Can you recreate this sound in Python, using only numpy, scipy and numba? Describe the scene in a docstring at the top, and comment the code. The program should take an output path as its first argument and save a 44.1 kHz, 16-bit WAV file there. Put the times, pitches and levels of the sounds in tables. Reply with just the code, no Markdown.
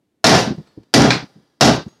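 """A barely audible workshop floor, then three heavy blows of a wooden-ended tool on a seized piston in an engine.
Each blow is a burst of contact noise that excites decaying modes of engine and bench, dense shaking and rattle.
Between blows the tool bounces (short noise), the engine rocks (low sines in dull noise), a loose part clacks
(noise and modes) and tools clink (thin sines). The recorder's limiter flattens the blows; its expander lowers the tails.
"""
import sys
import numpy as np
from scipy import signal
from scipy.fft import rfft, irfft
from scipy.io import wavfile
from scipy.ndimage import uniform_filter1d, minimum_filter1d
from numba import njit

SR = 44100
rng = np.random.default_rng(int(sys.argv[2]) if len(sys.argv) > 2 else 0)


def materialize(psi):
    """Save the field psi as 16-bit PCM at rate SR to the path in sys.argv[1].

    A 1-D psi becomes a single channel; in a 2-D psi each row is a channel.
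    """
    bounded = np.clip(np.atleast_2d(psi).T, -1, 1)
    quanta = np.round(bounded * 32767).astype(np.int16)
    wavfile.write(sys.argv[1], SR, quanta)


N = 88200
BIN_HZ = np.fft.rfftfreq(N, 1 / SR)

# In every noise spectrum below, level_db is a relative density per Hz: noise() scales the sum to rms 1.


def gain(db):
    """Logarithmic level: decibels to amplitude factor."""
    return 10 ** (np.asarray(db) / 20)


def lookup(table, hz):
    """Logarithmic frequency scale: interpolate (pitch_hz, value) points on it."""
    table_hz, values = np.array(table, float).T
    return np.interp(np.log(hz + 1), np.log(table_hz), values)


def noise(spectrum, ripple_db=0):
    """Spectral shaping: white noise filtered to a given spectrum, with rms 1."""
    white = rfft(rng.standard_normal(N))
    shaped = irfft(white * gain(lookup(spectrum, BIN_HZ) + ripple_db), N)
    return shaped / np.std(shaped)


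def since(start_s):
    """Causality: seconds since an event, zero before it."""
    return np.maximum(np.arange(N) / SR - start_s, 0)


def fade(t, t60_s, rise_s=0.0001):
    """Exponential damping: a quick rise, then a decay of 60 dB per t60."""
    return (1 - np.exp(-t / rise_s)) * np.exp(-np.log(1000) * t / t60_s)


def ring(t, modes, length, rise_s):
    """Modal superposition: a struck object sounds as a sum of decaying sines."""
    phases = rng.uniform(0, 2 * np.pi, len(modes))
    out = 0
    for (hz, db, t60_s), phase in zip(modes, phases):
        out = out + gain(db) * fade(t, t60_s * length, rise_s) * np.sin(2 * np.pi * hz * t + phase)
    return out


RIPPLE_DB, RIPPLE_SPACING_HZ = 3.5, 42.02  # spread of the random heights, distance between them


def resonances():
    """Modal density: close resonances of metal give random peaks and dips, full-sized from 1500 Hz up."""
    heights = np.clip(rng.standard_normal(2048), -2, 2)
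    ripple = np.interp(BIN_HZ / RIPPLE_SPACING_HZ, np.arange(len(heights)), heights)
    return RIPPLE_DB * np.minimum(BIN_HZ / 1500, 1) * ripple


# spectrum of the quiet workshop: pitch_hz [Hz], level_db [dB per Hz]
FLOOR_SPECTRUM = [(25, -24.5), (70, -12.5), (140, -6.5), (200, -8), (290, 0.5), (400, -9.5), (1000, -19),
                  (4000, -25), (15000, -37.5)]
FLOOR_DB = -58.5


def workshop_floor():
    """Stationary noise: steady, faint and mostly low."""
    return gain(FLOOR_DB) * noise(FLOOR_SPECTRUM)


# spectrum of the workshop's long ring: pitch_hz [Hz], level_db [dB per Hz]
SHOP_SPECTRUM = [(40, -24), (130, -2), (300, -4), (600, -7), (1400, -9), (2600, -18.5), (4800, -11.5),
                 (7500, -27.5), (15000, -38)]
SHOP_DB, SHOP_T60_S = -29, 1.42  # t60 before the blow's length factor


def workshop_tail(t, length, metal):
    """Reverberation: a diffuse field builds up and decays as fading noise."""
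    return gain(SHOP_DB) * noise(SHOP_SPECTRUM, metal) * fade(t, SHOP_T60_S * length, rise_s=0.026)


# small tools clinking: start_s [s], ring level_db [dB], pitch_hz [Hz], ring t60_s [s], tick level_db [dB]
CLINKS = [(.672, -47.5, 4380, .4, -41), (0.674, -56, 7830, .14, -72), (0.832, -62, 3130, 0.11, -39),
          (1.882, -46, 6578, .6, -37)]
# spectrum of their ticks: pitch_hz [Hz], level_db [dB per Hz]
TICK_SPECTRUM = [(150, 3), (600, 3), (1400, 0), (3000, -6.5), (5000, -5), (8000, -20), (15000, -32)]
TICK_T60_S = .05


def clinks():
    """Impact of small bodies: one tool touches another with a tick and a single thin mode."""
    out = 0
    for start_s, db, hz, t60_s, tick_db in CLINKS:
        t = since(start_s)
        tone = gain(db) * fade(t, t60_s) * np.sin(2 * np.pi * hz * t)
        tick = gain(tick_db) * noise(TICK_SPECTRUM) * fade(t, TICK_T60_S)
        out = out + tone + tick
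    return out


# engine rocking on the bench: start_s [s], level_db [dB], pitch_hz [Hz], t60_s of the scuff [s]
THUMPS = [(.474, -9.5, 211, 0.1), (.505, -15, 179, 0.17), (.517, -11.5, 237, 0.059),
          (0.579, -25, 161, 0.24), (0.768, -28.5, 296.6, 0.056), (.774, -20, 256, .1),
          (0.798, -32, 110, 0.2), (1.149, -24, 192, .1), (1.224, -22.5, 151, 0.14), (1.353, -34, 201, 0.29),
          (1.861, -23, 236, 0.11), (1.873, -30.5, 110.4, 0.073)]
# spectrum of the dull scuff: pitch_hz [Hz], level_db [dB per Hz]
SCUFF_SPECTRUM = [(30, -31), (70, -11), (150, 3), (350, -2.5), (550, -20), (900, -20.5), (2000, -48),
                  (8000, -71)]
THUMP_RISE_S, SCUFF_DB = 0.0021, -4.5


def thumps():
    """Heavily damped impact: the engine settles with a short low note in a dull scuff."""
    out = 0
    for start_s, db, hz, t60_s in THUMPS:
        t = since(start_s)
        note = np.sin(2 * np.pi * hz * t) * fade(t, t60_s)  # faded again below, so it dies before the scuff
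        scuff = gain(SCUFF_DB) * noise(SCUFF_SPECTRUM)
        out = out + gain(db) * fade(t, t60_s, THUMP_RISE_S) * (note + scuff)
    return out


# landings of a loose part: start_s [s], level_db [dB], t60_s of the noise [s]
CLACKS = [(1.105, -7.5, 0.073), (1.119, -16.5, 0.079), (1.129, -18, 0.27)]
# spectrum of the landing noise: pitch_hz [Hz], level_db [dB per Hz]
CLACK_SPECTRUM = [(300, -11.5), (1000, 1.5), (1700, 3.5), (2400, 4), (3100, -7), (4200, 2.5), (6000, -11.5),
                  (8000, -18), (9500, -33), (16000, -44)]
# modes of the part: pitch_hz [Hz], level_db [dB], t60_s before the length factor [s]
CLACK_MODES = [(1253, -26.5, 0.14), (1610, -7.5, 0.13), (2210, -9, 0.073), (2422, -7, .2),
               (3784, -20, 0.17), (5400, -15, 0.28)]


def clacks():
    """Repeated impact: a loose metal part falls back in three quick contacts, each exciting its own modes."""
    out, part = 0, resonances()
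    for start_s, db, t60_s in CLACKS:
        t = since(start_s)
        contact = noise(CLACK_SPECTRUM, part) * fade(t, t60_s)
        out = out + gain(db) * (contact + ring(t, CLACK_MODES, length=0.39, rise_s=.0005))
    return out


# tool chattering on the piston: start_s [s], level_db [dB], t60_s [s]
KNOCKS = [(0.267, 5.5, 0.089), (0.293, -6.5, 0.13), (0.348, -16, 0.3), (.39, -20.5, 0.18),
          (1.019, -11, 0.032), (1.647, -8, 0.15)]
# spectrum of hard metal contact, also for crack and rattle: pitch_hz [Hz], level_db [dB per Hz]
CONTACT_SPECTRUM = [(150, -14), (600, 0), (1400, -2.5), (2400, -2.5), (3100, -4.5), (4400, 2.5),
                    (6300, -1.5), (8000, -14), (11000, -19.5), (16000, -34.5)]


def knocks(metal):
    """Rebound: the tool bounces and touches again in bright noise bursts."""
    out = 0
    for start_s, db, t60_s in KNOCKS:
        out = out + gain(db) * noise(CONTACT_SPECTRUM, metal) * fade(since(start_s), t60_s)
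    return out


# clicks per second, t60 of the whole rattle before the length factor, t60 of one click
RATTLE_PER_S, RATTLE_T60_S, RATTLE_CLICK_T60_S = 310, .36, 0.035
RATTLE_DB, RATTLE_SCATTER_DB = -12.5, 1


def rattle(t, length, metal):
    """Random impacts: loose parts chatter in scattered clicks that die away."""
    strengths = gain(RATTLE_SCATTER_DB * np.clip(rng.standard_normal(N), -2, 2))
    clicks = (rng.random(N) < RATTLE_PER_S / SR) * strengths
    power_decay = np.exp(-2 * np.log(1000) / (RATTLE_CLICK_T60_S * SR))
    power = signal.lfilter([1], [1, -power_decay], clicks ** 2)
    envelope = np.sqrt(power / power.mean())
    return noise(CONTACT_SPECTRUM, metal) * envelope * fade(t, RATTLE_T60_S * length)


# spectrum of everything that is shaken: pitch_hz [Hz], level_db [dB per Hz]
BODY_SPECTRUM = [(30, -43), (60, -23), (130, 1.5), (300, 2.5), (700, -1.5), (1000, -7), (1600, -10),
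                 (3000, -17), (4500, -19), (6300, -18.5), (8000, -28.5), (11000, -32.5), (16000, -44.5)]
# its decay: pitch_hz [Hz], t60_s before the length factor [s]
BODY_T60 = [(80, 0.77), (300, 0.39), (700, 0.53), (2000, 0.44), (5000, 0.61), (9000, .32), (15000, 0.1)]
BODY_DB, BODY_BASS_RISE_S = 1, .012  # the rise is the limit towards 0 Hz


def body(t, length, metal):
    """Statistical modes: countless close ones act as octave-band noise; lows build up later, the deepest last."""
    spectrum = rfft(noise(BODY_SPECTRUM, metal))
    octave = np.log2(np.clip(BIN_HZ, 64, 16384))
    out = 0
    for k in range(6, 15):
        hz = 2. ** k
        band = irfft(spectrum * np.maximum(1 - abs(octave - k), 0), N)  # overlapping triangles
        out = out + band * fade(t, lookup(BODY_T60, hz) * length, BODY_BASS_RISE_S / (1 + hz / 400))
    return out


# blows: start_s [s], level_db [dB], then dB added to bench boom, crack, engine ring and rattle, length [factor]
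BLOWS = [(0.2421, 2, -5.5, 1.5, 0, -0.5, 1.002), (0.9389, 1.5, 4, 3.5, -5.5, -10, 0.97),
         (1.6095, 0.5, 1.5, -11, -1, 7, 0.8)]
# engine block and cooling fins: pitch_hz [Hz], level_db [dB], t60_s before the length factor [s]
ENGINE_MODES = [(529.4, -5.5, .45), (658, 3.5, 0.36), (722, 3.5, .38), (785, 0, .38), (1123, -12, .42),
                (1337, -9, .42), (1407, -4, 0.3), (1545, -14, 0.85), (1644, -11, 0.45), (2365, -11.5, .35),
                (4070, -14, .4), (4590, -14, 0.59), (5347, -0.5, .36), (5600, -12.5, .4)]
# bench under the engine: pitch_hz [Hz], level_db [dB], t60_s before the length factor [s]
BENCH_MODES = [(76, -14, 0.51), (128.75, -2, 0.43), (161.6, -6, .5), (225.7, 5.5, 0.3), (253.9, -2, 0.41),
               (289.1, 1.5, .38), (325.6, -5.5, 0.42), (379.7, -4.5, 0.33), (413.3, -4.5, 0.4)]
ENGINE_DB, BENCH_DB, BENCH_RISE_S = -7, -2.5, 0.027
CRACK_DB, CRACK_T60_S = 0, 0.16
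SETTLE_S, SETTLE_SPREAD_S = 0.28, 0.025  # time to half amplitude before the length factor, softness of the stop


def blows(shared):
    """Impact excitation: crack, ringing, boom and rattle, stopped by friction, then the workshop's tail."""
    out = 0
    for start_s, db, boom_db, crack_db, ring_db, rattle_db, length in BLOWS:
        t = since(start_s)
        metal = (shared + resonances()) / np.sqrt(2)  # each blow favours other resonances
        crack = gain(CRACK_DB + crack_db) * noise(CONTACT_SPECTRUM, metal) * fade(t, CRACK_T60_S, rise_s=0.0016)
        engine = gain(ENGINE_DB + ring_db) * ring(t, ENGINE_MODES, length, rise_s=0.00058)
        bench = gain(BENCH_DB + boom_db) * ring(t, BENCH_MODES, length, BENCH_RISE_S)
        dense = gain(BODY_DB) * body(t, length, metal)
        loose = gain(RATTLE_DB + rattle_db) * rattle(t, length, metal)
        # friction stops the shaking rather suddenly
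        settling = (1 - np.tanh((t - SETTLE_S * length) / (2 * SETTLE_SPREAD_S))) / 2
        shaking = (engine + bench + dense + loose) * settling
        out = out + gain(db) * (crack + shaking + workshop_tail(t, length, metal))
    return out


def scene():
    """Linear superposition: all sources add over the quiet workshop."""
    metal = resonances()
    small_sounds = clinks() + thumps() + clacks() + knocks(metal)
    return (workshop_floor() + small_sounds + blows(metal))[None]


@njit
def follow(x, attack, release):
    """Envelope detection: a peak follower with separate attack and release coefficients."""
    out, level = np.empty(len(x)), 0.
    for i in range(len(x)):
        level += (abs(x[i]) - level) * (attack if abs(x[i]) > level else release)
        out[i] = level
    return out


EXPAND_KNEE_DB = 4.5


def expand(band, threshold_db, depth_db):
    """Downward expansion: turn a band down once its short-time level is low."""
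    level_db = 10 * np.log10(np.abs(uniform_filter1d(band ** 2, size=700)) + 1e-12)
    quietness = (1 - np.tanh((level_db - threshold_db) / EXPAND_KNEE_DB)) / 2
    return band * gain(-depth_db * quietness)


# bands of the recorder's expander: upper edge_hz [Hz], threshold_db [dB], depth_db [dB]
EXPANDER = [(650, -36.5, 10), (7200, -40.5, 15.5), (16000, -54.5, 12.5)]
LIMIT_DB, LIMIT_ATTACK_S, LIMIT_RELEASE_S = -1.42, 0.00015, 0.016
MIC_LOW_HZ, TOP_HZ = 42, 15800


def record(dry):
    """Dynamic range control: three-band expander, fast limiter, bass cut, rounded peaks and steep top cut."""
    x, rest = 0, dry[0]
    for edge_hz, threshold_db, depth_db in EXPANDER:  # what lies above the last edge is dropped
        band = signal.sosfiltfilt(signal.butter(4, edge_hz, fs=SR, output="sos"), rest)
        x = x + expand(band, threshold_db, depth_db)
        rest = rest - band
    attack, release = 1 - np.exp(-1 / (LIMIT_ATTACK_S * SR)), 1 - np.exp(-1 / (LIMIT_RELEASE_S * SR))
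    peak = follow(x, attack, release)
    limiting = 1 / np.maximum(peak / gain(LIMIT_DB), 1)
    x = x * uniform_filter1d(minimum_filter1d(limiting, size=45), size=45)  # looks ahead, then smooths
    x = signal.sosfilt(signal.butter(2, MIC_LOW_HZ, "high", fs=SR, output="sos"), x)
    x = x / (1 + x ** 8) ** (1 / 8)  # rounded peaks
    return signal.sosfilt(signal.ellip(8, .2, 70, TOP_HZ, fs=SR, output="sos"), x)[None]


dry = scene()
out = record(dry)
materialize(out)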